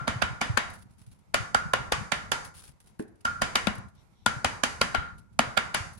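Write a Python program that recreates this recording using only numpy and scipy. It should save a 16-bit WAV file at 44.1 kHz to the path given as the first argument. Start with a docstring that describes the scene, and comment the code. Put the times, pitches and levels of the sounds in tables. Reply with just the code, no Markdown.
"""A wooden mallet drives a steel blade under the bark of a log on a workshop table. A volley is under way
at the start: each impact cracks fibres and excites the modes of log, handle, mallet and blade; the hard
walls reverberate, and the rocking log and table thump and rumble. Bark crumbles and falls before and
after a second volley (1.3-2.3 s). At 3 s a freed slab lands with a hollow knock and four blows follow.
Near 4 s the blade scrapes, then eight more blows fall. A faint hiss lies under it all."""
import sys
import numpy as np
from scipy import signal
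from scipy.fft import rfft, irfft
from scipy.io import wavfile
from scipy.ndimage import uniform_filter1d

SR = 44100
rng = np.random.default_rng(int(sys.argv[2]) if len(sys.argv) > 2 else 0)


def wav_record(signal):
    """Record a signal, one row per channel, as 16-bit PCM in the file named by sys.argv[1]."""
    frames = np.transpose(np.atleast_2d(signal))
    bounded = np.clip(frames, -1, 1)
    # unit amplitude maps onto the largest positive 16-bit level
    quanta = np.round(bounded * 32767).astype(np.int16)
    wavfile.write(sys.argv[1], SR, quanta)


N = 264159
LEAD = SR // 4  # samples ahead of t = 0, so that a blow already struck still echoes

# Mallet blows: crack t/s, level/dB of handle, blade, crack, log and mallet, force rise t/s, left-right/dB
BLOWS = [(-0.094, -22, -26.5, -19.5, -28.5, -19.5, 0.0035, 16),
         (0.0781, -26.5, -27.5, -20, -32, -29, 0.0095, -6.5),
         (0.2214, -25, -24.5, -18.5, -31, -24, 0.0083, -10), (0.4134, -25, -25, -18, -34.5, -33, 0.007, -1),
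         (0.574, -21.5, -20.5, -15, -38.5, -31.5, 0.0058, 14),
         (1.3427, -21, -20, -13, -32.5, -22, 0.0045, -1),
         (1.5458, -20, -22.5, -11.5, -36, -13.5, .0026, -3.5),
         (1.7347, -16.5, -20, -13, -38, -21.5, 0.0026, -3),
         (1.921, -21, -22.5, -15, -42.5, -30.5, 0.0053, 1.5),
         (2.1197, -27.5, -25.5, -18.5, -39, -32, 0.0056, -11),
         (2.3174, -25, -26.5, -16, -44.5, -29.5, 0.0034, -12),
         (3.2515, -33.5, -34.5, -22, -41.5, -21, 0.0067, -2),
         (3.419, -23, -23.5, -13.5, -28.5, -26, 0.0078, -0.5),
         (3.5553, -20.5, -18.5, -9, -38.5, -25, 0.0039, 0.5),
         (3.6702, -27.5, -29.5, -25, -27, -32, 0.0027, 17.5),
         (4.2614, -21, -22, -14, -28.5, -20.5, 0.00296, 7.5),
         (4.4456, -20.5, -21.5, -13, -34, -28.5, 0.0031, 3.5),
         (4.6354, -22.5, -21.5, -11, -33.5, -29, 0.0043, -8.5),
         (4.814, -20, -19, -8, -26, -23.5, 0.0048, -0.5),
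         (4.9479, -29.5, -29, -27, -41, -24.5, 0.0065, 16.5),
         (5.3904, -14, -16, -9.5, -23, -19.5, 0.001, 3), (5.575, -24, -22, -16.5, -36, -22, 0.01, -12),
         (5.7453, -27, -24.5, -14, -41, -34, 0.0062, 5)]
# Normal modes of each body: f/Hz, relative level/dB, T60/s
LOG_MODES = [(232.6, 2.5, 0.048), (245.4, 4.5, 0.0093), (377, -2.5, 0.0041)]
HANDLE_MODES = [(529, -1, 0.015), (773, 2, 0.012), (1050, 1, 0.012), (1230, -3, 0.014)]
MALLET_MODES = [(1408, 7.5, 0.034), (1540, -8, 0.022), (1378, -14.5, 0.45)]
BLADE_MODES = [(1690, 3, 0.0071), (1960, 3.5, 0.0045), (2265, 1, 0.0073), (2800, -3.5, 0.0068),
               (2945, -5, 0.018), (3317, -7.5, 0.012), (3740, -6.5, 0.0097), (4740, -11.5, 0.012)]
SLAB_MODES = [(244, 5.5, 0.033), (321.4, -3.5, 0.079), (354, -10, 0.08), (422, -11, 0.14), (600, 1, 0.012),
              (1150, -13.5, 0.01), (1665, -4, 0.0059), (2430, -13.5, 0.0049)]
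# Spectrum of breaking fibres: f/Hz, relative level/dB
CRACK_SPECTRUM = [(3500, -23), (4800, -9), (5400, -14), (6300, -10.5), (8000, -14.5), (10500, -15),
                  (11900, -19.5), (12500, -49), (16000, -72.5)]
# Damping of the room, on top of its echo envelope: f/Hz, T60/s
ROOM_DAMPING = [(150, 0.57), (500, 0.94), (1400, 0.82), (3000, 0.36), (6000, 0.7), (11000, 0.7)]
# Spectrum of the echoes: f/Hz, relative level/dB
ROOM_SPECTRUM = [(150, 4.5), (500, -0.5), (1400, 8), (3000, 8.5), (6000, 4), (11000, -0.5), (12500, -20.5)]
# Knocks of the rocking log on the table: t/s, peak level/dB, f/Hz, left-right/dB, left phase lead/cycles
THUMPS = [(0.015, -31, 132, 2, -0.34), (0.088, -30.5, 85, 0.8, -0.13), (0.155, -25.5, 118, 0.5, 0.015),
          (0.234, -28.5, 65.5, 5, -0.28), (0.302, -29, 123, -2, 0.37), (0.496, -19, 109.4, -3, 0.29),
          (0.539, -28.5, 97, -2.5, 0.24), (1.071, -40, 118, -1, -0.37), (1.399, -27.5, 113, 4.5, -0.37),
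          (1.652, -29.5, 150, 2, -0.3), (1.8, -34, 119, -7, 0.1), (1.926, -31, 71, 3, -0.21),
          (1.978, -31.5, 120, -2, 0.23), (3.419, -29.5, 67.5, -3, 0.22), (3.779, -33, 108, 6, -0.36),
          (3.798, -43, 197, 0.5, 0.05), (4.362, -30.5, 125, 3.5, 0.25), (4.448, -29.5, 77, -5, 0.17),
          (4.979, -24.5, 70.3, 1, 0.3), (5.468, -37.5, 118, -0.9, -0.024), (5.801, -31, 92, -1, -0.13)]
# Envelope of the underlying rumble: t/s, level/dB
RUMBLE_ENVELOPE = [(0.0, -52.5), (1.18, -59), (1.7, -48.5), (2.62, -60), (4.35, -61.5), (4.44, -55),
                   (5.99, -59.5)]
# Spectrum of the rumble: f/Hz, relative level/dB
RUMBLE_SPECTRUM = [(8.8, -45), (15, -22.5), (54, -2.5), (91, -1.5), (204, -7), (308, -23), (500, -37),
                   (650, -59.5), (1100, -120)]
# Bark flakes tearing or landing: t/s, relative level/dB of snap and of crackle, crackle duration/s
FLAKES = [(0.7014, -40.5, -60, 0.021), (0.734, -45, -48, 0.033), (0.78, -62, -56, 0.054),
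          (0.823, -47.5, -59, 0.0073), (0.907, -60, -68.5, 0.06), (0.9811, -61, -56.5, 0.048),
          (1.0143, -51, -64, 0.049), (1.064, -51.5, -66, 0.069), (1.114, -54, -61.5, 0.048),
          (1.1883, -62, -64.5, 0.018), (2.446, -40, -44.5, 0.034), (2.539, -64, -46, 0.14),
          (2.579, -43, -60, 0.049), (2.6364, -51, -49, 0.054), (2.678, -44, -65, 0.019),
          (2.802, -47.5, -64, 0.061), (2.859, -59, -59, 0.011), (2.8715, -49.5, -59.5, 0.039),
          (2.9916, -46, -49, 0.037), (3.079, -57, -70.5, 0.023), (3.155, -64.5, -70, 0.0086),
          (3.2072, -54, -59.5, 0.0091), (3.753, -40, -51, 0.0085), (3.78, -47, -54, 0.0078),
          (3.8838, -57, -62, 0.015), (3.95, -60, -67.5, 0.0071), (5.1808, -50, -56.5, 0.022),
          (5.329, -62, -68, 0.013), (5.931, -51, -56, 0.046), (5.9714, -63, -51, 0.032)]
# Spectrum of crumbling bark: f/Hz, relative level/dB
BARK_SPECTRUM = [(880, -10), (1500, -4.5), (1830, -10), (2700, -8.5), (4520, -8), (7600, -11), (10300, -2),
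                 (11200, -4.5), (12100, -24), (15800, -19), (22000, -120)]
# Slides of the blade: start t/s, duration/s, highest level/dB
SCRAPES = [(3.945, 0.098, -71), (4.1, 0.25, -74)]
# Resonances of the sliding blade: f/Hz, bandwidth/Hz, relative level/dB
SCRAPE_BANDS = [(3660, 1100, 8), (5630, 480, 6)]
# Spectrum of the background hiss: f/Hz, relative level/dB
HISS_SPECTRUM = [(180, -35), (300, -20.5), (600, -24.5), (930, -21.5), (1150, -28), (1400, -27.5),
                 (1700, -34.5), (2100, -30), (3000, -37.5), (12000, -42), (13000, -71), (22000, -120)]


def hammering(mix, room_db=1.5, room_compression=0.77):
    """Direct plus reverberant field: the worker moves, so each blow has its own echo pattern."""
    for start, *levels_db, rise_s, side_db in BLOWS:
        direct, to_walls = blow(*levels_db, rise_s)
        add(mix, start - rise_s, pan(side_db) * direct)
        to_walls /= np.linalg.norm(to_walls) ** room_compression  # soft and hard blows echo almost alike
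        add(mix, start, gain_of(room_db) * room(to_walls))


def blow(handle_db, blade_db, crack_db, log_db, mallet_db, rise_s):
    """Impact excitation: one force pulse drives all parts. Returns direct and wall-bound sound."""
    t = np.arange(18000) / SR
    since_peak = t - rise_s - 0.0015
    force = np.minimum(t / (rise_s + 0.0015), 1) ** 2 * np.exp(-np.maximum(since_peak, 0) / 0.0016)
    crack = gain_of(crack_db) * fibre_crack(force, since_peak)
    log = gain_of(log_db) * ring(LOG_MODES, force, detune=0.055, smooth=True)
    handle = gain_of(handle_db) * ring(HANDLE_MODES, force, detune=0.055)
    mallet = gain_of(mallet_db) * ring(MALLET_MODES, force, detune=0.0077, smooth=True)
    mallet[1] *= gain_of(-3)  # directivity: the mallet radiates less towards the walls
    blade = gain_of(blade_db) * ring(BLADE_MODES, force, detune=0.023)
    direct, to_walls = np.stack([log, handle, mallet, blade, crack], axis=1)
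    return direct.sum(0), diffuse(to_walls[:, 0])


def fibre_crack(force, since_peak, splinters_per_s=900, splinter_db=-14, splinter_s=0.01):
    """Brittle fracture: fibres break at peak force, then splinter. Returns direct and wall-bound sound."""
    tick = np.exp(-abs(since_peak) / 0.0006)
    bursts = signal.lfilter([1], [1, -0.97], rng.random(len(force)) < splinters_per_s / SR)
    fade = (since_peak > 0) * np.exp(-np.maximum(since_peak, 0) / splinter_s)
    envelope = tick + 0.26 * force + gain_of(splinter_db) * bursts * fade
    crack = coloured(noise(len(force)) * envelope, CRACK_SPECTRUM)
    crack /= abs(crack).max()
    click = coloured(signal.unit_impulse(len(force), 100) * np.ones((2, 1)), CRACK_SPECTRUM)
    return np.array([crack, match_energy(click, crack)])


def ring(modes, force, detune, smooth=False, scatter_db=2.5):
    """Modal superposition: force convolved with damped modes. 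Returns direct and wall-bound sound."""
    t = np.arange(len(force)) / SR
    hz, db, t60 = np.transpose(modes)[:, :, None]
    hz = hz * (1 + detune * rng.standard_normal(hz.shape))  # each blow lands elsewhere
    sign = (-1) ** np.arange(len(modes))[:, None]  # neighbouring modes swing in antiphase
    waves = sign * gain_of(db - 60 * t / t60) * np.sin(2 * np.pi * hz * t)
    response = (gain_of(scatter_db * rng.standard_normal((2, len(modes), 1))) * waves).sum(1)
    drive = noise(len(t)) ** 3  # a few hard contacts
    drive = drive + 0.23 * drive[::-1]  # partly common to both sides
    if smooth:  # driven at its first mode, the ring swells evenly
        drive = np.sin(2 * np.pi * (hz[0] * t + rng.random((2, 1))))
    direct = unit_burst(signal.fftconvolve(response, force * drive, axes=1)[:, :len(t)])
    return np.array([direct, match_energy(diffuse(waves), direct)])


def diffuse(waves):
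    """Incoherent summation: powers add without cancelling, in one minimum-phase pulse for both sides."""
    power = (abs(rfft(waves)) ** 2).sum(0)
    cepstrum = irfft(0.5 * np.log(power + 1e-9))
    half = len(cepstrum) // 2
    cepstrum[1:half] *= 2  # folding onto positive time makes the pulse causal
    cepstrum[half + 1:] = 0
    return irfft(np.exp(rfft(cepstrum))) * np.ones((2, 1))


def room(x, early_db=-9.5, early_s=0.03, late_db=-16, hold_s=0.22, drop_s=0.027):
    """Reverberation: sparse reflections of random sign, each band decaying at its own rate."""
    size = SR * 3 // 4
    echoes = np.zeros((2, size))
    arrivals = np.arange(180, size - 20, 20) + rng.integers(0, 20, (2, (size - 181) // 20))
    np.put_along_axis(echoes, arrivals, rng.choice([-1., 1.], arrivals.shape), 1)
    delay = np.arange(size) / SR
    echoes *= gain_of(early_db * (1 - np.exp(-delay / early_s)))  # a quick fade to a plateau
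    echoes *= gain_of(late_db / (1 + np.exp((hold_s - delay) / drop_s)))  # the plateau ends
    hz, t, bands = signal.stft(echoes, SR, nperseg=256)
    bands *= gain_of(curve_at(ROOM_SPECTRUM, hz)[:, None] - 60 * t / curve_at(ROOM_DAMPING, hz)[:, None])
    response = signal.istft(bands, SR, nperseg=256)[1]
    return signal.fftconvolve(x, response / np.linalg.norm(response[0]), axes=1)


def falling_slab(mix, start=2.9952, level_db=-28.5, room_db=-10, right_lag_s=0.00071):
    """Modal build-up: as bark hits the table each mode needs part of a cycle, so tick precedes thud."""
    t = np.maximum(np.arange(8000) / SR - np.array([[[0]], [[right_lag_s]]]), 0)
    hz, db, t60 = np.transpose(SLAB_MODES)[:, :, None]
    rise = (1 - np.exp(-t * hz / 0.63)) ** 2
    waves = rise * gain_of(db - 60 * t / t60) * np.cos(2 * np.pi * hz * t)
    direct = gain_of(level_db) * unit_burst(waves.sum(1))
    add(mix, start, direct)
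    add(mix, start, gain_of(room_db) * room(direct))


def table_thumps(mix, t60=0.058, rise_s=0.0058):
    """Heavily damped oscillation: the rocking log knocks the table into a few low swings."""
    t = np.arange(5000) / SR
    envelope = gain_of(-60 * t / t60) * (1 - np.exp(-t / rise_s)) ** 2
    for start, db, hz, side_db, phase_lead in THUMPS:
        swing = envelope * np.sin(2 * np.pi * (hz * t + rng.random() + [[phase_lead], [0]]))
        add(mix, start, gain_of(db) * pan(side_db) * swing / abs(swing).max())


def table_rumble(mix, rocking_db=-44.5, rocking_t60=0.79):
    """Random vibration: lumpy low noise swells and decays as the log rocks after each blow."""
    times, db = np.transpose(RUMBLE_ENVELOPE)
    t = np.arange(times[0], times[-1], 1 / SR)
    underlying = gain_of(np.interp(t, times, db)) * signal.windows.tukey(len(t), 900 / len(t))
    age = np.maximum(t - np.array(BLOWS)[:, :1], 0)
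    rocking = gain_of(rocking_db - 60 * age / rocking_t60) * (1 - np.exp(-age / 0.0015))
    lumpy = gain_of(4.8 * slow_noise(len(t), 900)) * noise(len(t))
    add(mix, times[0], unit_rms(coloured(lumpy, RUMBLE_SPECTRUM)) * (underlying + rocking.sum(0)))


def crumbling_bark(mix, grains_per_s=700):
    """Crackling noise: a flake snaps or lands, then a Poisson train of tiny bursts swells and dies."""
    t = np.arange(8192) / SR
    for start, snap_db, crackle_db, duration in FLAKES:
        snap = gain_of(snap_db) * np.exp(-t / 0.0058) * (1 - np.exp(-t / 0.0005))
        strengths = gain_of(3 * np.minimum(rng.exponential(1, len(t)), 4))
        grains = strengths * (rng.random(len(t)) < grains_per_s / SR)
        bursts = unit_rms(1.2 + signal.lfilter([1], [1, -0.985], grains))
        crackle = gain_of(crackle_db) * bursts * np.exp(-(t / duration) ** 2) * np.minimum(t / 0.006, 1)
        hiss = pan(3 * rng.standard_normal()) * unit_rms(coloured(noise(len(t)), BARK_SPECTRUM))
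        add(mix, start, hiss * (snap + crackle) / 2)


def blade_scrapes(mix):
    """Sliding friction: steel on wood makes noise, filtered by two broad resonances."""
    for start, duration, db in SCRAPES:
        t = np.arange(0, duration, 1 / SR)
        friction = noise(len(t))
        scrape = sum(gain_of(band_db) * resonate(friction, hz, width) for hz, width, band_db in SCRAPE_BANDS)
        add(mix, start, gain_of(db) * np.sin(np.pi * t / duration) * unit_rms(scrape))


def background_hiss(mix, level_db=-70.5, waver_db=2.5):
    """Random amplitude modulation: a quiet hiss wavers."""
    gain = gain_of(level_db + waver_db * slow_noise(N, 2500))
    add(mix, 0, gain * unit_rms(coloured(noise(N), HISS_SPECTRUM)))


def resonate(x, hz, width):
    """Heterodyne band-pass: shifts hz down to zero, smooths twice and shifts back."""
    carrier = np.exp(2j * np.pi * hz * np.arange(1, x.shape[-1] + 1) / SR)
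    pole = np.exp(-np.pi * width / SR)
    return 2 * (carrier * signal.lfilter([(1 - pole) ** 2], [1, -2 * pole, pole ** 2], x / carrier)).real


def coloured(x, spectrum):
    """Zero-phase filtering by a curve of f/Hz, level/dB."""
    size = x.shape[-1]
    return irfft(rfft(x) * gain_of(curve_at(spectrum, np.fft.rfftfreq(size, 1 / SR))), size)


def curve_at(points, hz):
    f, value = np.transpose(points)
    return np.interp(np.log(hz + 1), np.log(f + 1), value)


def noise(size):
    return rng.standard_normal((2, size))


def slow_noise(size, window):
    return unit_rms(uniform_filter1d(noise(size), window))


def gain_of(db):
    return 10 ** (np.asarray(db) / 20)


def pan(db):
    return gain_of([[db / 2], [-db / 2]])


def unit_rms(x):
    return x / np.sqrt(np.mean(x ** 2) + 1e-20)


def unit_burst(x):
    """Normalisation: the loudest 5 ms get rms 1."""
    return x / np.sqrt(uniform_filter1d((x ** 2).mean(0), 220).max())


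def match_energy(x, model):
    return x * np.linalg.norm(model) / np.linalg.norm(x)


def add(mix, start, sound):
    part = mix[:, LEAD + round(start * SR):][:, :sound.shape[1]]
    part += sound[:, :part.shape[1]]


def scene():
    """Linear superposition: the pressures of all sources add."""
    mix = np.zeros((2, N + LEAD))
    for source in (hammering, falling_slab, table_thumps, table_rumble,
                   crumbling_bark, blade_scrapes, background_hiss):
        source(mix)
    return mix[:, LEAD:]


def record(dry, ceiling=0.9, cutoff_hz=16000):
    """Soft saturation rounds the highest peaks; a low-pass filter then limits the band."""
    rounded = ceiling * np.tanh(dry / ceiling)
    low_pass = signal.firwin(255, cutoff_hz, window=("kaiser", 9), fs=SR)
    return signal.oaconvolve(rounded, low_pass[None], "same")


dry = scene()
out = record(dry)
wav_record(out)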